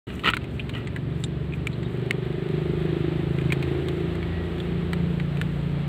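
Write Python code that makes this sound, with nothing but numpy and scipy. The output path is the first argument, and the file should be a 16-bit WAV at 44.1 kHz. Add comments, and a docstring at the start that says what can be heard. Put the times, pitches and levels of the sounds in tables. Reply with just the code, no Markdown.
"""Two cats crunch dry kibble on a concrete porch: each bite cracks, crumbles, rings the mouth and
bounces off the floor, among wet smacks, licks and ticking crumbs. At first a hand brushes, rubs and
knocks a camera case close by. Behind them a small one-cylinder engine chugs past, slowly gaining
speed, its beat smeared by echoes from house walls. A soft outdoor rush lies under everything."""
import sys
import numpy as np
from scipy import signal
from scipy.fft import rfft, irfft, next_fast_len
from scipy.io import wavfile
from scipy.ndimage import uniform_filter1d, map_coordinates

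SR = 44100
rng = np.random.default_rng(int(sys.argv[2]) if len(sys.argv) > 2 else 0)


def wav_out(sig):
    """Save sig, one row per channel (or a flat mono array), as 16-bit PCM at SR to the path in sys.argv[1]."""
    wavfile.write(sys.argv[1], SR, np.round(np.clip(np.atleast_2d(sig).T, -1, 1) * 32767).astype(np.int16))


N = 259308
TIME_S = np.arange(N) / SR


def amp(db):
    """Decibels to gain."""
    return 10 ** (np.asarray(db) / 20)


def unit(x):
    """x scaled to rms 1."""
    return x / np.sqrt(np.mean(x ** 2) + 1e-20)


def curves(rows):
    """One value per sample for each column after the time."""
    times_s, *columns = np.transpose(rows)
    return [np.interp(TIME_S, times_s, column) for column in columns]


def wobble(knots_per_s):
    """A smooth random curve."""
    knots = rng.standard_normal(int(N * knots_per_s / SR) + 4)
    return map_coordinates(knots, [np.arange(N) * knots_per_s / SR])


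def swell(middle_s, length_s):
    """A smooth rise and fall, peak 1."""
    return np.cos(np.pi * np.clip((TIME_S - middle_s) / length_s, -.5, .5)) ** 2


def filtered(x, response):
    """x times a complex response of frequency."""
    size = 2 * next_fast_len(len(x) * 2 // 3)
    return irfft(rfft(x, size) * response(np.fft.rfftfreq(size, 1 / SR)), size)[:len(x)]


def coloured(x, points):
    """x through a minimum-phase filter with the gain of the (Hz, dB) points."""
    def response(hz):
        points_hz, db = np.transpose(points)
        cepstrum = irfft(np.log(amp(np.interp(np.log(hz + 1), np.log(points_hz), db))))
        half = len(hz) - 1
        cepstrum[1:half] *= 2
        cepstrum[half + 1:] = 0
        return np.exp(rfft(cepstrum))
    return filtered(x, response)


def resonant(x, modes):
    """x through (centre Hz, width Hz, dB) resonances."""
    def response(hz):
        return sum(amp(db) * 1j * hz * width / (centre ** 2 - hz ** 2 + 1j * hz * width)
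                   for centre, width, db in modes)
    return filtered(x, response)


# Outdoor rush and hiss. Each row: time in seconds, relative level in dB.
AIR_LEVELS = [(0.42, -48.5), (1.48, -49), (2.55, -45), (3.77, -44), (5.8, -45.5)]
# Spectra of rush, hiss (also of the swishes) and rumble. Each row: frequency in Hz, gain in dB.
RUSH_SPECTRUM = [(250, 2.5), (550, 11), (800, 4.5), (1050, 2), (1270, 3.5), (1480, 2), (1900, 3),
                 (2300, 0.5), (3300, -1.5), (4200, -8), (5300, -26), (7000, -41.5), (12000, -74.5)]
HISS_SPECTRUM = [(3000, -23), (5500, -5), (6500, -5.5), (7800, 3.5), (9500, -4.5), (12000, -9), (14000, -4),
                 (15400, -6), (16000, -31)]
RUMBLE_SPECTRUM = [(38, -42), (57, 4), (75, 0), (100, 3.5), (150, -0.5), (230, -3), (420, -12), (600, -30),
                   (1000, -49), (4000, -110)]
# Far whistles. Each row: middle in seconds, length in seconds, pitch in Hz, level in dB.
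WHISTLES = [(1.858, 0.034, 3700, -47.5), (4.38, 0.34, 1920, -46.5)]


def outdoors(rush_db=3, hiss_db=-23, rumble_db=-36, waver_hz=14):
    """A soft rush, a faint hiss, a low rumble and two thin, far whistles."""
    def noise(spectrum):
        return unit(coloured(rng.standard_normal(N), spectrum))

    def tone(hz):
        return unit(np.sin(2 * np.pi * np.cumsum(hz + waver_hz * wobble(45)) / SR))

    air_db, = curves(AIR_LEVELS)
    rush = noise(RUSH_SPECTRUM) * amp(air_db + rush_db + 0.61 * wobble(12))
    hiss = noise(HISS_SPECTRUM) * amp(air_db + hiss_db + wobble(22))
    rumble = noise(RUMBLE_SPECTRUM) * amp(rumble_db + wobble(13))
    whistles = sum(amp(db) * swell(middle_s, length_s) * tone(hz)
                   for middle_s, length_s, hz, db in WHISTLES)
    return rush + hiss + rumble + whistles


# Exhaust boom. Each row: time in seconds, levels of orders 3, 5 and 6 in dB.
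BOOM_LEVELS = [(0.12, -43, -44, -50.5), (1.12, -41.5, -34, -32.5), (1.36, -36.5, -44, -34),
               (1.6, -38, -35, -35), (2.0, -47, -31.5, -35), (2.48, -59, -37, -32),
               (2.8, -38.5, -39, -28.5), (3.12, -42, -32.0, -31), (3.48, -36.5, -28, -28),
               (3.76, -34.5, -29.5, -39.5), (4.08, -36, -36, -29.5), (4.36, -30, -51, -33),
               (4.64, -38, -36, -32), (5.08, -33.5, -31.5, -26), (5.2, -39, -28.5, -31),
               (5.76, -41, -28.5, -32)]
# Floor of the weak orders. Each row: frequency in Hz, level in dB.
PIPE_SPECTRUM = [(48, -64), (57, -39.5), (70, -47), (92, -65), (116, -43.5), (185, -49), (230, -48.5),
                 (280, -52.5), (450, -51), (520, -80)]


def exhaust(firing_hz, turns, bark_db, bark_hz, bark_width_hz=75, boom_top_hz=172, boom_lag_s=.0045):
    """Multiples of the firing rate line up into puffs: the pipe barks and a low boom follows."""
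    third_db, fifth_db, sixth_db = curves(BOOM_LEVELS)
    seventh_db = sixth_db - 2 - .5 * np.maximum(7 * firing_hz - boom_top_hz, 0)
    boom_db = {3: third_db, 5: fifth_db, 6: sixth_db, 7: seventh_db}
    # Wall echoes pull the orders out of step, less while the engine crosses an open gap.
    smear_rad = 1.36 * (1 - 0.81 * swell(middle_s=2.95, length_s=4.1))
    beat = np.zeros(N)
    for order in range(2, 19):
        hz = order * firing_hz
        if order in boom_db:
            gain = amp(boom_db[order])
            phase = 2 * np.pi * boom_lag_s * (6.5 * firing_hz - hz) + smear_rad * wobble(3) / 6
        else:
            ring = amp(bark_db - 4.5) / (1 + (2 * (hz - bark_hz) / bark_width_hz) ** 2)
            gain = np.hypot(ring, amp(np.interp(hz, *np.transpose(PIPE_SPECTRUM))))
            phase = smear_rad * wobble(1.53)
        waver = amp(0.67 * wobble(9))
        beat += np.sqrt(2) * gain * waver * np.cos(2 * np.pi * order * turns + phase)
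    return beat


# Engine speed. Each row: time in seconds, firing rate in Hz.
FIRING_RATES = [(.8, 23.1), (1.8, 24.55), (2.75, 25.72), (3.5, 27.09), (4.5, 28.1), (5.0, 28.73)]
# The pipe's broad resonance. Each row: time in seconds, relative level in dB, centre in Hz.
PIPE_BARK = [(0.45, -51, 365), (1.64, -42, 322), (2.0, -33.5, 372), (2.55, -30.5, 373), (3.06, -27.5, 346),
             (3.4, -34.5, 344), (3.7, -27.5, 351), (4.3, -35, 354), (5.0, -36, 360), (5.55, -46.5, 314)]
# Spectra of turbulent gas and of moving parts. Each row: frequency in Hz, gain in dB.
GAS_SPECTRUM = [(40, -25.5), (70, 1.5), (100, 3.5), (150, 9), (200, -2.5), (260, -4), (350, 1.5),
                (440, 1.5), (520, -14.5), (800, -18), (2000, -48.5), (5000, -110)]
CLATTER_SPECTRUM = [(350, -13), (600, 6), (790, 0), (950, -12.5), (1240, 0), (1430, -12.5), (1700, -4),
                    (3800, -8.5), (7000, -71)]


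def engine(gas_t60_s=0.12, gas_db=-41, clatter_db=-16, loose_db=-5, flutter_db=0.37):
    """One cylinder fires; turbulent gas and the clatter of moving parts follow each exhaust puff."""
    firing_hz, = curves(FIRING_RATES)
    turns = np.cumsum(firing_hz) / SR - .86
    bark_db, bark_hz = curves(PIPE_BARK)
    beat = exhaust(firing_hz, turns, bark_db, bark_hz)
    puff_age_s = ((turns + .1) % 1) / firing_hz
    flow = unit(amp(-60 * puff_age_s / gas_t60_s))
    turbulence = unit(coloured(flow * rng.standard_normal(N), GAS_SPECTRUM))
    gas = amp(gas_db + 0.45 * (bark_db - bark_db.mean())) * turbulence
    # The same knocks come round on every turn, fading from one pattern to another.
    patterns = rng.standard_normal((2, round(SR / firing_hz.mean())))
    position = [np.arange(N) / N, turns % 1 * patterns.shape[1]]
    knocks = unit(map_coordinates(patterns, position, order=1, mode='nearest'))
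    rattle = (2 + flow) * (knocks + amp(loose_db) * rng.standard_normal(N))
    clatter = amp(bark_db + clatter_db) * unit(coloured(rattle, CLATTER_SPECTRUM))
    return beat * amp(flutter_db * wobble(26)) + gas + clatter


def stroke(start_s, hold_s, db, release_t60_s, grip_s=0.03):
    """Pressure of one stroke of skin: it grips just before start_s, holds, then lets go."""
    age_s = TIME_S - start_s
    grip = np.clip(1 + age_s / grip_s, 0, 1) ** 2
    return grip * amp(db - 60 * np.maximum(age_s - hold_s, 0) / release_t60_s)


# Skin drags. Each row: start in seconds, hold in seconds, relative level in dB, release T60 in seconds.
SKIN_STROKES = [(0.05, 0.092, -42.5, 0.56), (0.256, 0.047, -23, 0.074), (0.757, .015, -35, 0.28)]
# Jolts of a hard scrape. Each row: start in seconds, level in dB.
SKIN_SLIPS = [(0.2363, -25), (0.2446, -15.5), (0.2548, -15.5), (0.26, -16.5), (0.266, -19.5),
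              (0.2736, -12.5), (0.2766, -15), (0.283, -15), (0.2874, -11), (0.75, -24)]
# Spectrum of the rubbing. Each row: frequency in Hz, gain in dB.
SKIN_SPECTRUM = [(40, -24), (130, 7.5), (380, 3), (650, -7.5), (950, -4), (1300, -1), (1600, -7),
                 (2000, -2.5), (2900, -4), (4200, -11.5), (5300, -32), (7800, -25.5), (10000, -37),
                 (16000, -34)]
# Case resonances. Each row: centre in Hz, width in Hz, gain in dB.
CASE_MODES = [(1360, 200, 8.5), (1940, 91, 12.5), (2445, 65, 11), (2626, 57, 10), (2870, 220, 9)]


def hand(ring_db=4, drag_db=-5, grain_db=1, slip_t60_s=0.017, slip_rise_s=0.00034):
    """Skin drags over the camera case and slips in jolts; each is a short rasp that rings it."""
    jolts = np.zeros(N)
    for start_s, db in SKIN_SLIPS:
        age_s = np.maximum(TIME_S - start_s, 0)
        jolts += amp(db - 60 * age_s / slip_t60_s) * (1 - np.exp(-age_s / slip_rise_s))
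    drag = amp(drag_db) * sum(stroke(*row) for row in SKIN_STROKES)
    force = (jolts + drag) * unit(rng.standard_normal(N) * amp(grain_db * wobble(900)))
    rub = coloured(force, SKIN_SPECTRUM)
    ring = amp(ring_db) * unit(resonant(rub, CASE_MODES))
    return np.std(force) * unit(unit(rub) + ring)


# A hand's brush at 0.152 s, then licks. Each row: middle in seconds, length in seconds, level in dB.
SWISHES = [(0.152, 0.36, -61.5), (0.55, 0.2, -67), (0.77, 0.11, -64.5), (1.216, 0.19, -64),
           (1.553, 0.045, -62), (1.927, .13, -68), (2.802, 0.94, -71), (3.415, 0.58, -69),
           (3.82, 0.79, -67), (4.95, .8, -74)]


def brush_and_licks(grain_db=4):
    """Soft, grainy hisses: first a hand brushes the camera, then a tongue rasps over lips or floor."""
    rasp = unit(coloured(rng.standard_normal(N) * amp(grain_db * wobble(390)), HISS_SPECTRUM))
    return rasp * sum(amp(db) * swell(middle_s, length_s) for middle_s, length_s, db in SWISHES)


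# Spectra of a crack and of its dry snap. Each row: frequency in Hz, gain in dB.
CRACK_SPECTRUM = [(200, -21), (700, 4.5), (1300, 9), (2400, 10.5), (3600, 7), (4400, 1), (6000, -35.5),
                  (12000, -93)]
DRY_SNAP_SPECTRUM = [(2500, -22), (4500, -2), (6000, -9), (7900, 1.5), (10000, -8), (15500, -11)]


def chewing(ticks_per_s=7, tick_db=-36, spread_db=3.5):
    """Crumbs tick faintly between the teeth."""
    ticks = (rng.random(N) < ticks_per_s / SR) * amp(tick_db + spread_db * rng.standard_normal(N))
    return 2 * coloured(ticks, CRACK_SPECTRUM) + coloured(ticks, DRY_SNAP_SPECTRUM)


def impact(tail_t60_s, crack_t60_s=0.0034, tail_db=-2, rise_s=0.0012, jolt_s=.0005, jolt_db=1.5):
    """Force of a bite, smack or knock: one jolt over a short crack and a gritty tail."""
    age_s = np.arange(SR // 16) / SR
    crack = rng.standard_normal(len(age_s)) * amp(-60 * age_s / crack_t60_s)
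    tail = rng.laplace(size=len(age_s)) * amp(-60 * age_s / max(tail_t60_s, .004))
    attack = 1 - np.exp(-age_s / rise_s)
    grit = unit((unit(crack) + amp(tail_db) * unit(tail)) * attack)
    return grit + amp(jolt_db) * unit(signal.unit_impulse(len(age_s), round(jolt_s * SR)))


def click(force, ring_hz, ring_db, snap_spectrum, snap_db, ring_width_hz=300, floor_db=-7.5):
    """An impact snaps, rings a mouth or the case and bounces off the concrete; peak 2 ms rms is 1."""
    crack = unit(coloured(force, CRACK_SPECTRUM))
    ring = amp(ring_db) * unit(resonant(crack, [(ring_hz, ring_width_hz, 0)]))
    direct = unit(crack + ring) + amp(snap_db) * unit(coloured(force, snap_spectrum))
    bounce_s = .0028 * np.exp(rng.standard_normal() / 10)
    sound = filtered(direct, lambda hz: 1 + amp(floor_db) * np.exp(-2j * np.pi * hz * bounce_s))
    return sound / np.sqrt(uniform_filter1d(sound ** 2, size=88).max())


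# Treble of a wet smack. Each row: frequency in Hz, gain in dB.
WET_SNAP_SPECTRUM = [(2500, -26), (4500, 0), (5800, -12), (7700, 9.5), (9500, -13), (15500, -47)]
# Dry cracks and wet lip smacks. Each row: start in seconds, relative peak in dB, resonance in Hz,
# its ring against the crack in dB, relative snap level in dB. The cracks at 0.3352 and 0.3682 s are
# knocks on the camera case, ringing near 1350 Hz; the others are bites that ring the mouth.
DRY_CRACKS = [(0.1024, -28, 1820, -4, -35), (0.194, -29.5, 2930, 2, -22), (0.301, -15.5, 1390, -14, -18),
              (0.3352, -10.5, 1400, 6, -44), (0.343, -19.5, 2400, -6, -22),
              (0.3682, -13.5, 1350, -3, -24.5), (0.4174, -35, 2700, 7, -32), (0.4419, -31.5, 2520, 14, -24),
              (0.595, -20.5, 2600, 25, -39), (0.5995, -23.5, 3120, 22, -34), (0.694, -23.5, 2440, -4, -22),
              (0.7377, -28, 2950, 1, -34), (0.9619, -20, 1690, 10, -27.5), (1.6704, -14, 2370, 7, -23),
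              (2.1086, -7.5, 2000, 6, -25), (3.3857, -25.5, 2440, 3, -29), (3.4136, -27.5, 1930, -1, -26),
              (3.5034, -22, 2140, 17, -41), (3.5220, -11.5, 2340, 9, -26.5), (3.5272, -19, 1940, 0, -19),
              (3.626, -22, 2430, -6, -23), (3.885, -21.5, 3370, -5, -20.5), (4.153, -30.5, 1940, 2, -21),
              (4.228, -24, 2200, 0, -36), (4.5819, -30, 1670, -13, -24), (4.6012, -26, 3400, 9, -26.5),
              (4.9322, -16, 1910, -3, -23), (5.199, -21, 2000, 3, -33), (5.3713, -27.5, 2500, 2, -23),
              (5.414, -14.5, 1610, 3, -24)]
SMACKS = [(0.8724, -25.5, 2050, 2, -25), (1.2385, -19.5, 3770, 5, -13), (1.5234, -30, 2320, 11, -40),
          (1.5366, -24.5, 2500, 18, -36), (1.73, -34.5, 4130, 11, -30), (1.8305, -29.5, 1790, -4, -25.5)]


def cats_and_knocks(gain_db=-7, dry_db=6.5, wet_db=9, soft_t60_s=0.036, soft_db=-19, halving_db=5.5):
    """Teeth break kibble, lips smack and the case is knocked twice; harder hits die away sooner."""
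    out = np.zeros(N + SR)
    kinds = (DRY_CRACKS, DRY_SNAP_SPECTRUM, dry_db), (SMACKS, WET_SNAP_SPECTRUM, wet_db)
    for rows, snap_spectrum, boost_db in kinds:
        for start_s, db, ring_hz, ring_db, snap_db in rows:
            tail_t60_s = soft_t60_s * .5 ** (max(db - soft_db, 0) / halving_db)
            sound = click(impact(tail_t60_s), ring_hz, ring_db, snap_spectrum, snap_db + boost_db)
            out[round(start_s * SR):][:len(sound)] += amp(db + gain_db) * sound
    return out[:N]


def scene():
    """All sources at one microphone."""
    return (cats_and_knocks() + chewing() + brush_and_licks() + hand() + engine() + outdoors())[None]


def record(dry, open_s=.068, fade_s=.004, top_hz=15900):
    """The microphone opens after a moment and keeps nothing above its band limit."""
    opened = np.clip((TIME_S - open_s) / fade_s, 0, 1)
    return filtered(dry[0] * opened, lambda hz: 1 / (1 + (hz / top_hz) ** 120))[None]


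dry = scene()
out = record(dry)
wav_out(out)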